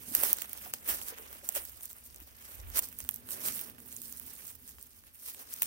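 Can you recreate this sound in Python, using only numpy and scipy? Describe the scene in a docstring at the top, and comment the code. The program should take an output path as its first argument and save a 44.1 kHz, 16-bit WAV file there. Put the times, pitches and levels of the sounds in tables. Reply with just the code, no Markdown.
"""Dry stalks and dead leaves rustle, crunch and snap under boots and a stick on an open hillside,
with dull stem knocks, below a hand-held phone; light wind rumbles on its two microphone ports.
Rustle: noise shaped by dense random cracks. Snaps: short decaying noise bursts in five ranges.
Knocks: damped, ragged low sines. Wind: low coloured noise, with puffs. Low hum: coloured noise,
swelling as the stick drags. A steady faint hush lies below."""
import sys
import numpy as np
from scipy import signal
from scipy.fft import rfft, irfft, next_fast_len
from scipy.io import wavfile
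from scipy.ndimage import uniform_filter1d, map_coordinates

SR = 44100
rng = np.random.default_rng(int(sys.argv[2]) if len(sys.argv) > 2 else 0)


def to_wav(sig):
    """Store sig (one row per channel, or 1-D mono) as 16-bit WAV at the path in sys.argv[1].

    Samples outside -1..1 are clipped; the rate is SR.
    """
    pcm = np.clip(np.atleast_2d(sig), -1, 1) * 32767
    pcm = np.round(pcm).astype(np.int16)
    wavfile.write(sys.argv[1], SR, pcm.T)  # frames by channels


N = 249606

# Turning of the phone. Each row: time in seconds, left-right difference in dB.
PHONE_AIM = [(0.0, -6.0), (0.82, -2.5), (1.69, -4.5), (2.08, -1.5), (2.66, -4), (3.94, -6), (5.66, -1.5)]


def rustle():
    """Superposed friction cracks: a hiss of countless fibres; harder pressure packs the cracks closer."""
    gains = pressure()
    per_s = 400 * (gains[-1] / amp(-50.5)) ** .45
    broad = cracks(per_s, spread_db=2.2, t60=0.0085)
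    # each range also has cracks of its own, which die faster the higher it lies
    own_t60s = (0.041, 0.015, 0.0064, 0.0063, 0.0017)
    own = np.array([cracks(.5 * per_s, spread_db=2.5, t60=t60) for t60 in own_t60s])
    broad_share = np.array([[.07], [.14], [.21], [.25], [.25]])
    grain = np.sqrt(0.56 + broad_share * broad ** 2 + 0.27 * own ** 2)
    noise = patchy(ports(), depth_db=1.4)
    flicker = amp([depth_db * wobble(40) for depth_db in (1.3, 1.37, 1.4, 1.2, 1.2)])
    common_flicker = amp(1.28 * wobble(70))
    aim = panned(curves(PHONE_AIM)[0])
    return (gains * flicker * grain)[:, None] * noise * aim * common_flicker


# Slow pressure on the litter. Each row: time in seconds, level in dB before grain and flicker,
# weight in dB (about the low range over that level).
SLOW_PRESSURE = [(0.0, -53, -12), (0.07, -46.5, -20), (0.44, -47.5, -16), (0.7, -48.5, -17),
                 (0.87, -57.5, -12.5), (1.19, -49.5, -11.5), (1.41, -61.5, -4), (1.73, -55.0, -15.5),
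                 (2.11, -57, -17), (2.65, -54.5, -8.5), (2.95, -52, -19), (3.19, -59.5, -10.5),
                 (3.45, -55, -1), (3.8, -67.5, -1.5), (4.03, -46.0, -29), (4.4, -50, -17), (4.58, -57, -20),
                 (4.96, -58, -22), (5.19, -66, -17), (5.5, -52, -18.5), (5.66, -40, -25.5)]
# Heaps of leaves crushed at once. Each row: start of the hold in seconds, level in dB before grain
# and flicker, weight in dB, rise by 20 dB in ms, hold in ms, fall by 20 dB in ms.
CRUNCHES = [(0.15, -35, -22, 43, 61.0, 19.0), (0.237, -30.0, -18.5, 116, 14, 124.0),
            (0.289, -37.0, -18.5, 44, 40, 6), (0.368, -44, -20.5, 51.0, 58.0, 64.0),
            (0.652, -51, -8.5, 27.0, 11.0, 71.0), (0.735, -42, -17, 8.0, 8.0, 36.0),
            (0.891, -26.5, -18.5, 37, 11.6, 76), (0.952, -42.0, -21.5, 22.0, 77, 104.0),
            (1.077, -42.5, -22, 87.0, 25, 24.0), (1.121, -53, -9, 51, 23.0, 8.0),
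            (1.305, -48.5, -16, 88, 60, 118), (1.451, -43.5, -25.5, 25.0, 40.0, 96),
            (1.556, -32, -18, 24.5, 23.4, 52), (1.63, -50, -20.5, 22.0, 60, 151),
            (1.808, -47.5, -26, 7.0, 50, 36.0), (1.894, -49.0, -28, 24.0, 22, 23.0),
            (2.039, -49, -35, 11.0, 24, 51.0), (2.202, -54, -13, 102.0, 8.0, 30.0),
            (2.446, -49, -19.5, 92.0, 103, 26), (2.759, -29.5, -19.0, 33.0, 34.6, 14),
            (2.827, -40.5, -21.5, 149.0, 20, 46), (2.992, -45.5, -22.5, 41.0, 7.0, 159.0),
            (3.091, -48.5, -26.0, 20.0, 70, 95.0), (3.304, -40, -34, 44, 59.0, 75.0),
            (3.454, -30.0, -25.5, 58.5, 32, 56), (3.525, -39, -25.5, 42.0, 73, 155),
            (3.813, -51, -26, 66, 5.0, 45), (3.909, -47.5, -32, 149.0, 57.0, 61),
            (4.257, -62.0, -7.0, 83.0, 38, 45.0), (4.42, -50, -25.5, 152, 86, 95.0),
            (4.68, -50.5, -27, 52.0, 28, 92.0), (4.79, -57.0, -27, 95.0, 81.0, 27.0),
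            (5.071, -54.5, -18, 33.0, 8.7, 45), (5.277, -41, -26.5, 143.0, 31, 112.0),
            (5.394, -43.5, -21, 54, 25, 35.0), (5.51, -44.5, -28.0, 35, 29, 14),
            (5.619, -32.5, -28, 5, 13, 45)]


def pressure():
    """Addition of powers: the slow pressure and every crunch give the gain of each range over time."""
    power = amp(2 * ranges_db(*curves(SLOW_PRESSURE)))
    ms = np.arange(N) * 1000 / SR
    for s, level_db, weight_db, rise, hold, fall in CRUNCHES:
        near = slice(max(round((s - .15) * SR), 0), round((s + .4) * SR))
        since = ms[near] - 1000 * s
        outside_hold = np.maximum(0, np.maximum(-since / rise, (since - hold) / fall))
        levels_db = ranges_db(level_db, weight_db)[:, None] - 20 * outside_hold
        power[:, near] += amp(2 * levels_db)
    return np.sqrt(power)


# Rustle colour, one row for each of the low, body, middle, high and top range.
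# Each row: dB over the level, dB gained per dB of weight.
RUSTLE_COLOUR = [(-0.04, 1), (1.34, 0.75), (-7.0, 0.17), (-8, 0.42), (-1.7, 0)]


def ranges_db(level_db, weight_db):
    """Spectral tilt: weight on the litter lifts the low ranges most and the top range not at all."""
    return np.array([level_db + db + share * weight_db for db, share in RUSTLE_COLOUR])


def cracks(per_s, spread_db, t60):
    """Shot noise: random tiny cracks at a changing rate, many weak, few strong, each dying at once."""
    happens = rng.random(N) < per_s / SR
    size_db = spread_db * np.minimum(rng.exponential(size=N), 4)
    sizes = happens * amp(size_db) / np.sqrt(per_s)
    onset = uniform_filter1d(sizes ** 2, size=24)
    energy = signal.lfilter([1], [1, -amp(-120 / (t60 * SR))], onset)
    return unit(np.sqrt(np.abs(energy)))


def patchy(x, depth_db):
    """Time-frequency modulation: leaves of different size sound in different patches of pitch and time."""
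    z = signal.stft(x, nperseg=256)[2]
    field = rng.standard_normal(z.shape[1:])
    field = uniform_filter1d(field, size=9, axis=0)
    field = uniform_filter1d(field, size=12, axis=1)
    return unit(signal.istft(z * amp(depth_db * unit(field)), nperseg=256)[1][:, :N])


# Snapping stalks. Each row: start in seconds, top-range energy in dB over 1 ms before the snap colour,
# dullness in dB (high over top), thickness in dB (body over top), left-right difference in dB,
# decay by 60 dB in seconds.
SNAPS = [(0.1498, -9, -7, -19, -3, 0.0092), (0.2347, -13.5, -6, -14.5, -5, 0.0063),
         (0.33, -9.5, -12, -23, -2, 0.0017), (0.3701, -36, 1, -18, 6, 0.0036),
         (0.385, -33, 3.5, -5.5, -3, 0.0061), (0.419, -22.5, 0, -12.5, -5.5, 0.0076),
         (0.444, -39, 0, -2, -1, 0.0076), (0.4939, -34, -8, -22, -4, 0.007),
         (0.5308, -25, -6, -17.5, -4, 0.0078), (0.5746, -37, -12, -18, -7, 0.007),
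         (0.6469, -40, -1, -11, -4, 0.0049), (0.7373, -23, 2.5, -7, -3, 0.0024),
         (0.8451, -39, -6, -17, 0, 0.0052), (0.9724, -44, 7, -4, 5, 0.0016),
         (1.0144, -31, -6, -8, -4, 0.007), (1.0834, -28, -4, -18, -7, 0.006),
         (1.1846, -37.5, 2, -16, -3, 0.0047), (1.328, -36, -2, -21, 5, 0.007),
         (1.4894, -18.5, -0.5, -23, -6.5, 0.0036), (1.5234, -36, -5, -26, -11, 0.007),
         (1.5502, -28, 1, -14, -4, 0.007), (1.6516, -33, -7, -20, -9, 0.0029),
         (1.808, -42, -1, -10, 6, 0.007), (1.8318, -32, -6, -30, 0, 0.007),
         (1.855, -30, -4.5, -32, -6, 0.0067), (1.901, -38, 0, -17, -2, 0.007),
         (1.9109, -39, 1, -18, -6, 0.0029), (1.9302, -37, -10, -26, -2, 0.0022),
         (1.9657, -44, -14, -21, -4.5, 0.0069), (2.1083, -46, -9, -19, -7, 0.0037),
         (2.1446, -41, 0, -13, -2, 0.007), (2.1608, -41, 1, -22, -6, 0.0016),
         (2.2017, -39.5, -5, -18, 2, 0.007), (2.7005, -37.5, -5, -17, -11, 0.0055),
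         (2.7715, -20, -5, -20, -5, 0.0045), (2.7914, -13, -4, -20, -4.5, 0.003),
         (2.8232, -31, -1, -20, -4, 0.0069), (2.8549, -33, -3, -20, -5, 0.0032),
         (2.8865, -35, -5, -27, -6, 0.007), (2.9263, -40, -3, -17, -3, 0.007),
         (2.9877, -30, -15, -28, -7, 0.0036), (3.0034, -34.5, 5.5, -8, -3, 0.0032),
         (3.0404, -38, -15, -24, -7, 0.0024), (3.0487, -44, 3, -4, -2, 0.0021),
         (3.0901, -18.5, -8, -14, -7.5, 0.0025), (3.11, -30, -9, -30, -5, 0.005),
         (3.1424, -28.5, -7, -25, -5, 0.0017), (3.1596, -31, -6, -33, -5, 0.006),
         (3.2884, -37, 2, -7.5, -6, 0.0049), (3.307, -28.5, -10, -18, -7, 0.0044),
         (3.437, -33, -3.5, -13, -2, 0.007), (3.4541, -35, 2, -8, -6, 0.0037),
         (3.4841, -24, -1, -9.5, -5, 0.0069), (3.523, -33, 3, -16, -8, 0.0024),
         (3.5917, -30, -1, -9, -1, 0.0053), (3.6124, -28, -7, -25, -9, 0.0042),
         (3.6983, -39, -12, -13, -10, 0.0039), (3.7823, -50.5, -6, 2.5, -5, 0.004),
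         (3.802, -44, -1, -22, -14, 0.0029), (3.926, -37, 2, -22, -6, 0.0052),
         (3.965, -37.5, 6, -27, -7, 0.0035), (4.0173, -34.5, 2, -23, -11, 0.0049),
         (4.1254, -33, -0.5, -23, -8, 0.0036), (4.1973, -31.5, -9, -22, -9, 0.0062),
         (4.2804, -40, -2, -14, -5, 0.007), (4.47, -36, -8, -25, -2, 0.0051),
         (4.4787, -40, 3, -14, -6, 0.0037), (4.5527, -41, -5, -23, -12, 0.0065),
         (4.6771, -43, 6.5, -18, -6, 0.0042), (4.6915, -42, 3, -17, -5, 0.0035),
         (4.784, -51, -3, 1, -4, 0.004), (4.8123, -51, 8.5, -13, -4, 0.0027),
         (4.8267, -37, -14, -33, -9, 0.0014), (4.8692, -48, -4, -24, -10, 0.0022),
         (5.0377, -58, 4, 6, -3, 0.004), (5.2615, -35, -13, -21, -5, 0.007),
         (5.3463, -47.5, 8, -2.5, -8, 0.0027), (5.5317, -33, -1, -19, 5, 0.007),
         (5.5384, -25, -5, -34, 1, 0.0034), (5.5616, -41, 1, -19, -10, 0.0061),
         (5.6201, -13.5, -8.5, -12.5, -0.5, 0.011), (5.63, -19.5, -5, -17.5, -5, 0.0063)]
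# Snap colour, one row for each of the five ranges, low to top.
# Each row: dB over the top-range energy, dB gained per dB of dullness, dB gained per dB of thickness.
SNAP_COLOUR = [(-15.5, 0.4, 1.03), (0.5, 0, 1), (-4, 0.44, 0.47), (-0.3, 1, 0), (0.5, 0, 0)]
SHIVER_DB = -26  # a broken stalk's trembling under its crack, before its onset
SNAP_ALIKE = 0.7  # a single break reaches both ports much alike: least likeness


def snaps(pulses):
    """Brittle fracture: a stalk breaks in one short burst and shivers on; thick ones have more body."""
    out = np.zeros((2, N + SR))
    t = np.arange(SR // 20) / SR
    noise = np.pad(ports(SNAP_ALIKE), ((0, 0), (0, SR)), "wrap")
    shiver = amp(SHIVER_DB - 60 * t / 0.059) * (1 - np.exp(-t / 0.00036))
    for s, top_db, dull_db, thick_db, pan_db, t60 in SNAPS:
        i = round(s * SR)
        crack = amp(-60 * t / t60) * (1 - np.exp(-t / 0.00031)) ** 2
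        shape = crack / crack.max() + shiver
        burst = signal.fftconvolve((shape * noise[:, i:i + len(t)])[None], pulses, axes=2)
        # 0 dB is the energy of 1 ms at full level, in each range and port
        burst *= np.sqrt(SR / 1000) / np.linalg.norm(burst, axis=2, keepdims=True)
        levels_db = top_db + np.dot(SNAP_COLOUR, [1, dull_db, thick_db])
        mixed = np.tensordot(amp(levels_db), burst, 1)
        out[:, i:i + burst.shape[2]] += panned(pan_db)[:, None] * mixed
    return out[:, :N]


def litter():
    """Source and filter: rustle and hush excite the five range pulses, and the snaps join them."""
    pulses = colours()
    steady = signal.fftconvolve(rustle() + hush(), pulses, axes=2).sum(axis=0)[:, :N]
    return steady + snaps(pulses)


# Colour of litter and microphone. Each row: frequency in Hz, relative power density in dB per Hz.
LITTER_COLOUR = [(150, -31.5), (250, -11.5), (347, -11.5), (555, -10.5), (841, -14.5), (1800, -12),
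                 (2340, -13.5), (3080, -12.5), (4280, -8.5), (5180, -5.5), (8270, -1.5), (9020, 0.5),
                 (11100, -9.5), (12500, -6.5), (15700, -8)]
# Edges between the five ranges. Each entry: frequency in Hz.
EDGES_HZ = [900, 3000, 6500, 10500]


def colours():
    """Band splitting: all crackle shares the colour of litter and microphone, one pulse a range."""
    def below(hz, edge):
        return 1 / (1 + (hz / edge) ** 10)

    def part(lo, hi):
        def gain(hz):
            band = np.sqrt(below(hz, hi) * (1 - below(hz, lo)))
            return band * amp(along(LITTER_COLOUR, np.clip(hz, 0, 15700)) - 90 * (hz > 16200))
        return gain

    edges = [1e-3, *EDGES_HZ, SR]
    return np.array([causal(part(lo, hi)) for lo, hi in zip(edges, edges[1:])])[:, None]


# Likeness of the ports apart from the lead. Each row: frequency in Hz, coherence from 0 to 1.
PORT_ALIKE = [(100, 0.92), (500, 0.7), (2000, 0.43), (8000, 0.081), (16000, 0.15)]
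# Phase between the ports. Each row: frequency in Hz, lead of the left port in radians.
PORT_LEAD = [(0, -2), (340, -1.1), (860, -2.5), (1810, -3.5), (3270, -2), (3790, -3.0), (6030, -7),
             (8530, -13.5), (11800, -18), (13400, -16), (15000, -31), (15900, -19), (16300, -70),
             (16500, -27)]
# Balance of the ports. Each row: frequency in Hz, left-right difference in dB.
PORT_BALANCE = [(100, 2.5), (500, 1), (1000, 1), (2000, -0.5), (6000, 3.5), (13000, -2)]


def ports(at_least=0):
    """Partial coherence: white noise reaches the two ports partly alike, the left one a little later."""
    def share(hz):
        turn = np.arccos(np.clip(along(PORT_ALIKE, hz), np.clip(at_least, 0, 1), 1)) / 2
        return np.array([np.cos(turn), np.sin(turn)])

    def shift(hz):
        lead = np.interp(hz, *np.transpose(PORT_LEAD))
        return panned(along(PORT_BALANCE, hz)) * np.exp(.5j * np.outer([1, -1], lead))

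    same, other = filtered(rng.standard_normal((2, N)), share)
    return filtered(np.array([same + other, same - other]), shift)


# Dull knocks of thick stems. Each row: start in seconds, level in dB before a common lift and the onset,
# mean pitch in Hz, decay by 60 dB in seconds.
KNOCKS = [(0.079, -42.5, 240, 0.04), (0.114, -36.5, 278, 0.046), (0.182, -38.5, 320, 0.039),
          (0.232, -26, 600, 0.026), (0.661, -42, 753, 0.057), (1.123, -36.5, 412, 0.025),
          (1.195, -49, 450, 0.09), (1.324, -52, 445, 0.046), (1.431, -47, 566, 0.043),
          (1.489, -39, 750, 0.029), (1.564, -28, 582, 0.033), (1.688, -54, 250, 0.028),
          (2.216, -46, 312, 0.035), (3.047, -51, 262, 0.058), (3.277, -49, 253, 0.023),
          (4.12, -51, 236, 0.035)]


def knocks():
    """Damped vibration: a thick stem gives a ragged low swing, which reaches the right port first."""
    out = np.zeros(N + SR)
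    t = np.arange(SR // 10) / SR
    onset = 1 - np.exp(-t / 0.0025)
    for s, db, hz, t60 in KNOCKS:
        phase = 2 * np.pi * hz * t + 0.07 * np.cumsum(rng.standard_normal(len(t)))
        swing = amp(db + 2.0 - 60 * t / t60) * np.sin(phase) * onset
        out[round(s * SR):][:len(t)] += swing
    return np.array([np.roll(out, 12), out])[:, :N] * panned(-2.7)[:, None]  # left 12 samples late


# Course of the low sounds. Each row: time in seconds, mean buffet level in dB, mean low hum level in dB.
LOW_COURSE = [(0, -62.5, -62.5), (.3, -64.5, -64), (.85, -65, -66), (1.4, -64, -70), (2.0, -67, -72.5),
              (2.7, -63.5, -69), (3.15, -65, -62.5), (3.48, -69, -55), (3.7, -68.5, -60), (4.2, -66, -63.5),
              (4.6, -68, -66.5), (5.1, -69, -74.5), (5.45, -67, -71), (5.66, -68, -62.5)]
# Spectrum of the low hum. Each row: frequency in Hz, relative power density in dB per Hz.
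HUM_COLOUR = [(65, -30), (110, 4), (145, -7), (167, -4.5), (247, 5), (328, -10), (439, -7.5), (600, -24),
              (780, -78.5), (1320, -120)]


def low_hum():
    """Coherent low noise: a low hum, swelling as the stick drags, reaches both ports alike."""
    hum_db = curves(LOW_COURSE)[1] + 1.4 * wobble(8.9)
    return amp(hum_db) * low_noise(HUM_COLOUR, alike=2.8) * panned(-0.35)[:, None]


# Puffs on the ports. Each row: peak time in seconds, peak level in dB, rise or fall by 9 dB in seconds.
PUFFS = [(.26, -60, 0.1), (.92, -58, 0.09), (1.6, -60.5, 0.2), (2.21, -59, 0.1), (2.6, -56, 0.03),
         (2.69, -43.5, 0.07), (3.04, -50.5, 0.02), (3.51, -54, 0.02), (3.89, -65, .04), (4.79, -62, 0.12)]
# Spectra of buffet and puff. Each row: frequency in Hz, relative power density in dB per Hz.
BUFFET_COLOUR = [(12, -58), (20, -4), (43, -6.5), (59, 8.5), (79, 8.5), (140, -16.5), (160, -3.5),
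                 (210, -38), (350, -120)]
PUFF_COLOUR = [(12, -47), (28, -12), (52, 2), (75, 0), (115, -15), (200, -57), (350, -120)]


def wind():
    """Turbulent pressure: air buffets each port partly in its own way, deeper in a puff."""
    buffet_db = curves(LOW_COURSE)[0] + 1.9 * wobble(7)
    t = np.arange(N) / SR
    puff_gain = sum(amp(db - 9 * np.abs(t - s) / width) for s, db, width in PUFFS)
    buffet = amp(buffet_db) * low_noise(BUFFET_COLOUR, alike=.6)
    puffs = puff_gain * low_noise(PUFF_COLOUR, alike=.9)
    return (buffet + puffs) * panned(-1.5)[:, None]


def low_noise(spectrum, alike):
    """Partial coherence: coloured noise, a shared part and one of each port's own."""
    noise = rng.standard_normal((3, N))
    shared, left, right = filtered(noise, lambda hz: amp(along(spectrum, hz)))
    return unit(alike * shared + np.array([left, right]))


# Hush of the open slope. 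Each entry: level in dB of one range, low to top, before the range pulse.
HUSH_DB = [-80, -74, -71, -69.5, -74]


def hush():
    """Stationary noise: the open slope keeps a steady level in each range."""
    return amp(HUSH_DB)[:, None, None] * unit(ports())


def amp(db):
    """Logarithmic level: decibels to amplitude."""
    return 10 ** (np.asarray(db) / 20)


def unit(x):
    """Normalisation to a root mean square of 1."""
    return x / np.sqrt(np.mean(x ** 2) + 1e-20)


def panned(db):
    """Level difference: left and right gains for a left-right difference in dB."""
    return amp(np.array([db / 2, -db / 2]))


def along(points, hz):
    """Interpolation of (Hz, value) points on a logarithmic axis."""
    f, v = np.transpose(points)
    return np.interp(np.log(hz + 1), np.log(f + 1), v)


def curves(rows):
    """Linear interpolation: one value per sample for each column after the time."""
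    s, *cols = np.transpose(rows)
    return [np.interp(np.arange(N) / SR, s, c) for c in cols]


def wobble(rate):
    """Spline interpolation: a smooth random curve with rate knots a second."""
    knots = rng.standard_normal(int(N * rate / SR) + 4)
    return map_coordinates(knots, [np.arange(N) * rate / SR])


def filtered(x, response):
    """Linear filtering: the spectrum of x times a complex response of frequency."""
    m = next_fast_len(N + SR // 2)
    return irfft(rfft(x, m) * response(np.fft.rfftfreq(m, 1 / SR)), m)[..., :N]


def causal(gain):
    """Minimum phase by folding the cepstrum: the earliest pulse of this gain, with energy 1."""
    cep = irfft(np.log(gain(np.fft.rfftfreq(4096, 1 / SR)) + 1e-6))
    cep[1:2048] *= 2
    cep[2049:] = 0
    pulse = irfft(np.exp(rfft(cep)))[:1024]
    return pulse / np.linalg.norm(pulse)


def scene():
    """Superposition: litter, stem knocks, low hum and wind add at the two ports."""
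    return litter() + knocks() + low_hum() + wind()


# Steep upper edge of the sound. Each row: frequency in Hz, gain in dB.
UPPER_EDGE = [(15800, 0), (15950, -22), (16900, -55)]
CUT_HZ = 16974  # band limit


def record(dry):
    """Band limiting: the treble drops steeply near the top and nothing remains above the limit."""
    return filtered(dry, lambda hz: amp(along(UPPER_EDGE, hz)) * (hz < CUT_HZ))


dry = scene()
out = record(dry)
to_wav(out)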